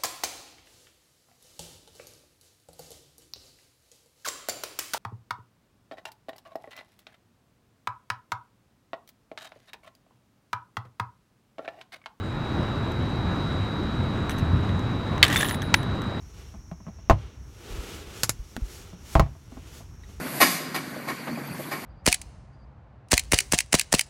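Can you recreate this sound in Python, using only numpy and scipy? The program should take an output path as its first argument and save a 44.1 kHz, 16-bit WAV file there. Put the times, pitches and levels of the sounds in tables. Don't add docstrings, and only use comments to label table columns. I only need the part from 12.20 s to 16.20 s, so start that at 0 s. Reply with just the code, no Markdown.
import sys
import numpy as np
from scipy import signal
from scipy.fft import rfft, irfft
from scipy.io import wavfile
from scipy.ndimage import uniform_filter1d

SR = 44100
rng = np.random.default_rng(int(sys.argv[2]) if len(sys.argv) > 2 else 0)


def wav_out(sig):
    wavfile.write(sys.argv[1], SR, np.round(np.clip(np.atleast_2d(sig).T, -1, 1) * 32767).astype(np.int16))


N = 176400
TIME = np.arange(N) / SR

# f/Hz, level/dB
TRAFFIC_COLOUR = [(20, -24), (40, -10.5), (65, -8.5), (100, 0), (160, -5.5), (230, -7), (333, -12),
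                  (465, -18), (600, -18.5), (760, -20), (1000, -20), (1400, -21.5), (2000, -29.5),
                  (3000, -36), (3650, -35.5), (3960, -33), (4430, -43), (5200, -46.5), (8300, -55),
                  (10500, -61), (15500, -67)]
# t/s, level/dB
TRAFFIC_LOUDNESS = [(0, -32.5), (.06, -31), (.42, -27), (1.2, -27), (2, -28), (3, -27), (4, -28)]
# f/Hz, level/dB
DRONE_COLOUR = [(30, -42), (75, -13), (88, 6), (97, 6.5), (110, 2.5), (135, -14.5), (400, -63)]
# f/Hz, level/dB
TRILL_TONES = [(3846.4, -47), (3948.5, -53), (4050.4, -64.5), (4152.3, -74), (4652, -67), (4958, -68)]
# t/s, level/dB
TRILL_LOUDNESS = [(0, -5.5), (.35, 0), (.8, -0.5), (1.25, 3), (1.8, 0.5), (2.4, -2), (3, -0.5), (4, 0)]
# f/Hz, level/dB
FINGER_COLOUR = [(1000, -30), (3000, -10), (6000, 0), (8500, 4), (10500, -15), (16000, -18)]
# t/s, level/dB, brightness/(dB per octave)
TRIGGER_TICKS = [(.718, -43, 6), (2.0952, -24, 0), (2.1075, -31, 3), (2.115, -36, 2), (2.1205, -36, 2),
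                 (2.1285, -45, 4), (2.182, -37, 3), (2.186, -33.5, 5), (2.1955, -34, 2), (2.4923, -29, -6),
                 (2.5936, -36, 3), (2.9802, -29, -3), (3.4198, -25, 0.5), (3.428, -32.5, -3),
                 (3.5615, -46, 8), (3.5745, -44, 3), (3.6308, -36.5, 4.5), (3.8184, -36, 4.5),
                 (3.842, -41, 2)]
# f/Hz, level/dB
TRIGGER_COLOUR = [(200, -14), (1200, -18), (1800, 15), (2400, -8.5), (3300, 3), (4900, -21), (6300, -3),
                  (7100, -29), (8100, -10), (9100, -30), (11500, -19.5), (12700, -25), (16000, -35)]
# f/Hz, level/dB, base ring time/s
WIRE_TONES = [(3542, 0, .3), (6350, -9, .12), (8086, -10, .14), (9943, 0, .2), (11890, -10, .13),
              (13920, -2, .13), (15570, -11, .12)]
# t/s, level/dB, favoured f/Hz, ring time factor
WIRE_KNOCKS = [(2.0952, -44, 12300, 1.1), (2.186, -58, 10000, .9), (2.198, -50, 14000, .25),
               (3.105, -45, 15000, 1), (3.128, -38, 15500, 1), (3.16, -24.5, 3542, 0.85),
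               (3.174, -27, 12300, 0.52), (3.189, -30.5, 9800, 1.2), (3.21, -38, 14000, 1),
               (3.225, -34, 10000, 1.6), (3.25, -32, 14300, 0.74), (3.27, -37, 10200, 1.1),
               (3.302, -34, 13500, 0.55), (3.318, -33, 9900, 0.6), (3.347, -37, 14500, 0.36),
               (3.421, -47, 10300, 1.4), (3.542, -39, 10200, 1.16), (3.631, -60, 11600, .5),
               (3.819, -61, 11500, .6)]
# f/Hz, level/dB
WIND_COLOUR = [(20, -16), (50, -19.5), (85, 4.5), (115, -7.5), (170, -8), (400, -32), (2000, -80)]
# t/s, level/dB
GUST_LOUDNESS = [(2.1, -47), (2.17, -22), (2.23, -23), (2.28, -34), (2.34, -15.5), (2.42, -29), (2.52, -26),
                 (2.65, -44)]
# t/s, level/dB, favoured f/Hz, ring time factor, crack level/dB
BAR_BLOWS = [(3.0280, 2, 2100, 0.82, -30), (3.0292, 7.5, 3840, 0.51, -25.5), (3.0332, 4, 2240, 0.72, -20),
             (3.0418, -4.5, 3500, 0.54, -23), (3.05, -12, 2896, .7, -12), (3.1596, -5.5, 1770, 0.61, -21),
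             (3.5413, 0.5, 2100, 0.22, -7.5), (3.5429, -0.5, 2130, 0.78, -8),
             (3.5486, -21, 3200, 0.79, -12)]
# f/Hz, level/dB, base ring time/s
BOARD_TONES = [(920, -15, 0.056), (1335, -7.5, 0.054), (1633, -7.5, 0.046), (2017, -1, 0.018),
               (2290, -2.5, 0.015), (2670, -4.5, 0.016), (3070, -5, 0.038), (3470, -1.5, 0.023),
               (3790, -6, .035), (4364, -1.5, 0.021), (6400, -26, 0.025), (8750, -19, 0.012)]
# f/Hz, level/dB
CRACK_COLOUR = [(200, -11), (500, -15), (850, 8), (1200, -4), (2000, 3.5), (3500, -5), (5200, -2),
                (6800, -9.5), (8500, -10.5), (11500, -30), (16000, -20)]
# t/s, level/dB
CHATTER_LOUDNESS = [(3.029, -60), (3.038, -20), (3.07, -36), (3.12, -30.5), (3.18, -31), (3.24, -35.5),
                    (3.31, -43), (3.35, -46), (3.38, -70)]
# f/Hz, level/dB
KNOCK_COLOUR = [(200, -27), (600, -25), (1150, 2.5), (1400, -22), (1750, 9.5), (2300, -10), (2800, -3),
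                (3400, -2.5), (4900, -18.5), (6400, -16), (7300, -15.5), (8200, -17), (9300, -23),
                (11500, -23.5), (12700, -27), (16000, -34)]
# t/s, level/dB, brightness/(dB per octave)
RATTLE_KNOCKS = [(3.0365, -16, 3), (3.0455, -27, 9), (3.0652, -24, 1), (3.0803, -20, 4), (3.087, -38, -4),
                 (3.1012, -23, 1), (3.1125, -26, -1), (3.1276, -19.5, 1), (3.1325, -27, 2),
                 (3.1455, -25, 0), (3.152, -30, 12), (3.1612, -21.5, 4), (3.1675, -19.5, 6),
                 (3.1755, -23, 3.5), (3.2075, -18, 1), (3.2105, -20, 4.5), (3.2155, -29, 5),
                 (3.222, -21, 3.5), (3.2298, -17.5, -1.5), (3.2465, -21, -3), (3.2545, -26, 1),
                 (3.268, -27, -7), (3.2745, -37, 6), (3.286, -25, 3), (3.2935, -26, 2.5), (3.2995, -29, 4),
                 (3.3105, -23, 0.5), (3.3445, -29, 4)]


def amp(db):
    return 10 ** (np.asarray(db) / 20)


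def unit(x):
    return x / np.sqrt(np.mean(x ** 2) + 1e-20)


def level(points):
    return amp(np.interp(TIME, *np.transpose(points)))


def shape(points, hz):
    f, db = np.transpose(points)
    return amp(np.interp(np.log(hz + 1), np.log(f), db))


def add(mix, s, sound):
    part = mix[round(s * SR):][:len(sound)]
    part += sound[:len(part)]


def fade(t, t60):
    return np.exp(-np.log(1000) * t / t60)


def coloured(x, colour, tilt_db=0):
    hz = np.fft.rfftfreq(len(x), 1 / SR)
    octaves = np.log2(np.maximum(hz, 500) / 3000)
    return unit(irfft(rfft(x) * shape(colour, hz) * amp(tilt_db * octaves), len(x)))


def burst(colour, t60, tilt_db=0):
    t = TIME[:SR // 10]
    return coloured(rng.choice([-1., 1.], len(t)), colour, tilt_db) * fade(t, t60)


def knock(colour, t60, tilt_db=0):
    hz = np.arange(200, 16001, 310)
    db = 20 * np.log10(shape(colour, hz)) + rng.normal(0, 4, len(hz))
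    return burst(np.transpose([hz, db]), t60, tilt_db)


def focus(hz, favoured_hz, floor_db, width_octaves=0.3):
    return amp(floor_db) + np.exp(-.5 * (np.log2(hz / favoured_hz) / width_octaves) ** 2)


def traffic():
    frames, hz = N // 512 + 5, np.fft.rfftfreq(2048, 1 / SR)
    real, imag, patches = rng.standard_normal((3, frames, len(hz)))
    patches = uniform_filter1d(patches, size=8, axis=0)
    patch_db = unit(uniform_filter1d(patches, size=16, axis=1))
    swell_db = 1.06 * unit(uniform_filter1d(rng.standard_normal(frames), size=30))[:, None]
    spectrum = (real + 1j * imag) * shape(TRAFFIC_COLOUR, hz) * amp(patch_db + swell_db)
    roar = signal.istft(spectrum.T, nperseg=2048, noverlap=1536)[1][:N]
    return unit(roar) * level(TRAFFIC_LOUDNESS)


def drone():
    return amp(-37) * coloured(rng.standard_normal(N), DRONE_COLOUR)


def trill():
    slow_noise = coloured(rng.standard_normal(N), [(2, 0), (10, -12), (60, -60), (600, -120)])
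    drift = 0.55 * 2 * np.pi * np.cumsum(slow_noise) / SR
    whine = sum(amp(db) * np.sqrt(2) * np.cos(2 * np.pi * hz * TIME + drift) for hz, db in TRILL_TONES)
    return whine * level(TRILL_LOUDNESS)


def fingers(ticks_per_s=33):
    out = np.zeros(N)
    for when, chance in rng.random((round(ticks_per_s * N / SR), 2)):
        db = -61 - np.log(max(chance, .05))
        add(out, when * TIME[-1], amp(db) * burst(FINGER_COLOUR, t60=0.027))
    return out


def trigger():
    out = np.zeros(N)
    for s, db, tilt_db in TRIGGER_TICKS:
        add(out, s, amp(db) * knock(TRIGGER_COLOUR, t60=0.02, tilt_db=tilt_db))
    return out


def wire_ring(rise_s=.002, wobble_depth=.27, wobble_hz=70):
    out, t = np.zeros(N), TIME[:SR // 2]
    smooth = signal.butter(2, wobble_hz, fs=SR)
    for hz, tone_db, t60 in WIRE_TONES:
        energy = np.zeros(N)
        for s, db, favoured_hz, length in WIRE_KNOCKS:
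            strength = amp(db + tone_db) * focus(hz, favoured_hz, floor_db=-25)
            ring = (1 - np.exp(-t / rise_s)) * fade(t, t60 * length)
            add(energy, s, (strength * ring) ** 2)
        shake = unit(signal.lfilter(*smooth, rng.standard_normal((2, N))))
        gain_wobble, phase_wobble = wobble_depth * shake
        out += np.sqrt(energy) * (1 + gain_wobble) * np.sin(2 * np.pi * hz * TIME + phase_wobble)
    return out


def wind():
    return coloured(rng.standard_normal(N), WIND_COLOUR) * level(GUST_LOUDNESS)


def bar_snap(bass_cut_hz=770):
    out, t = np.zeros(N), TIME[:SR // 10]
    bass_cut = signal.butter(2, bass_cut_hz, "high", fs=SR)
    for s, db, favoured_hz, length, crack_db in BAR_BLOWS:
        wood = np.zeros(len(t))
        for hz, tone_db, t60 in BOARD_TONES:
            strength = amp(tone_db) * focus(hz, favoured_hz, floor_db=-11) * rng.choice([-1, 1])
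            wood += strength * fade(t, t60 * length) * np.sin(2 * np.pi * hz * t)
        wood = amp(-7) * signal.lfilter(*bass_cut, wood)
        crack = amp(crack_db) * burst(CRACK_COLOUR, t60=.017)
        add(out, s, amp(db) * (wood + crack))
    return out


def spring_chatter(knocks_per_s=550):
    out, start = np.zeros(N), CHATTER_LOUDNESS[0][0]
    span = CHATTER_LOUDNESS[-1][0] - start
    for when, chance in rng.random((round(knocks_per_s * span), 2)):
        db = -3.5 * np.log(max(chance, .08))
        add(out, start + when * span, amp(db) * knock(KNOCK_COLOUR, t60=.02))
    return unit(out) * np.sqrt(span / TIME[-1]) * level(CHATTER_LOUDNESS)


def wire_rattle():
    out = np.zeros(N)
    for s, db, tilt_db in RATTLE_KNOCKS:
        add(out, s, amp(db) * knock(KNOCK_COLOUR, t60=0.026, tilt_db=tilt_db))
    return out


def rooftop(x, treble_cut_hz=5000):
    t = TIME[:SR // 2]
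    dull_noise = signal.lfilter(*signal.butter(1, treble_cut_hz, fs=SR), rng.standard_normal(len(t)))
    echo = dull_noise * fade(t, t60=0.24) * (t > .005)
    return x + amp(-33) * signal.fftconvolve(x, echo / np.linalg.norm(echo))[:N]


def scene():
    background = traffic() + drone() + trill() + wind()
    trap = fingers() + trigger() + wire_ring() + bar_snap() + spring_chatter() + wire_rattle()
    return (rooftop(trap) + background)[None]


def record(dry, top_hz=15800):
    clipped = np.clip(dry, -1, 1)
    treble_cut = signal.firwin(301, top_hz, window=("kaiser", 8), fs=SR)
    return signal.oaconvolve(clipped, treble_cut[None], "same")


dry = scene()
out = record(dry)
wav_out(out)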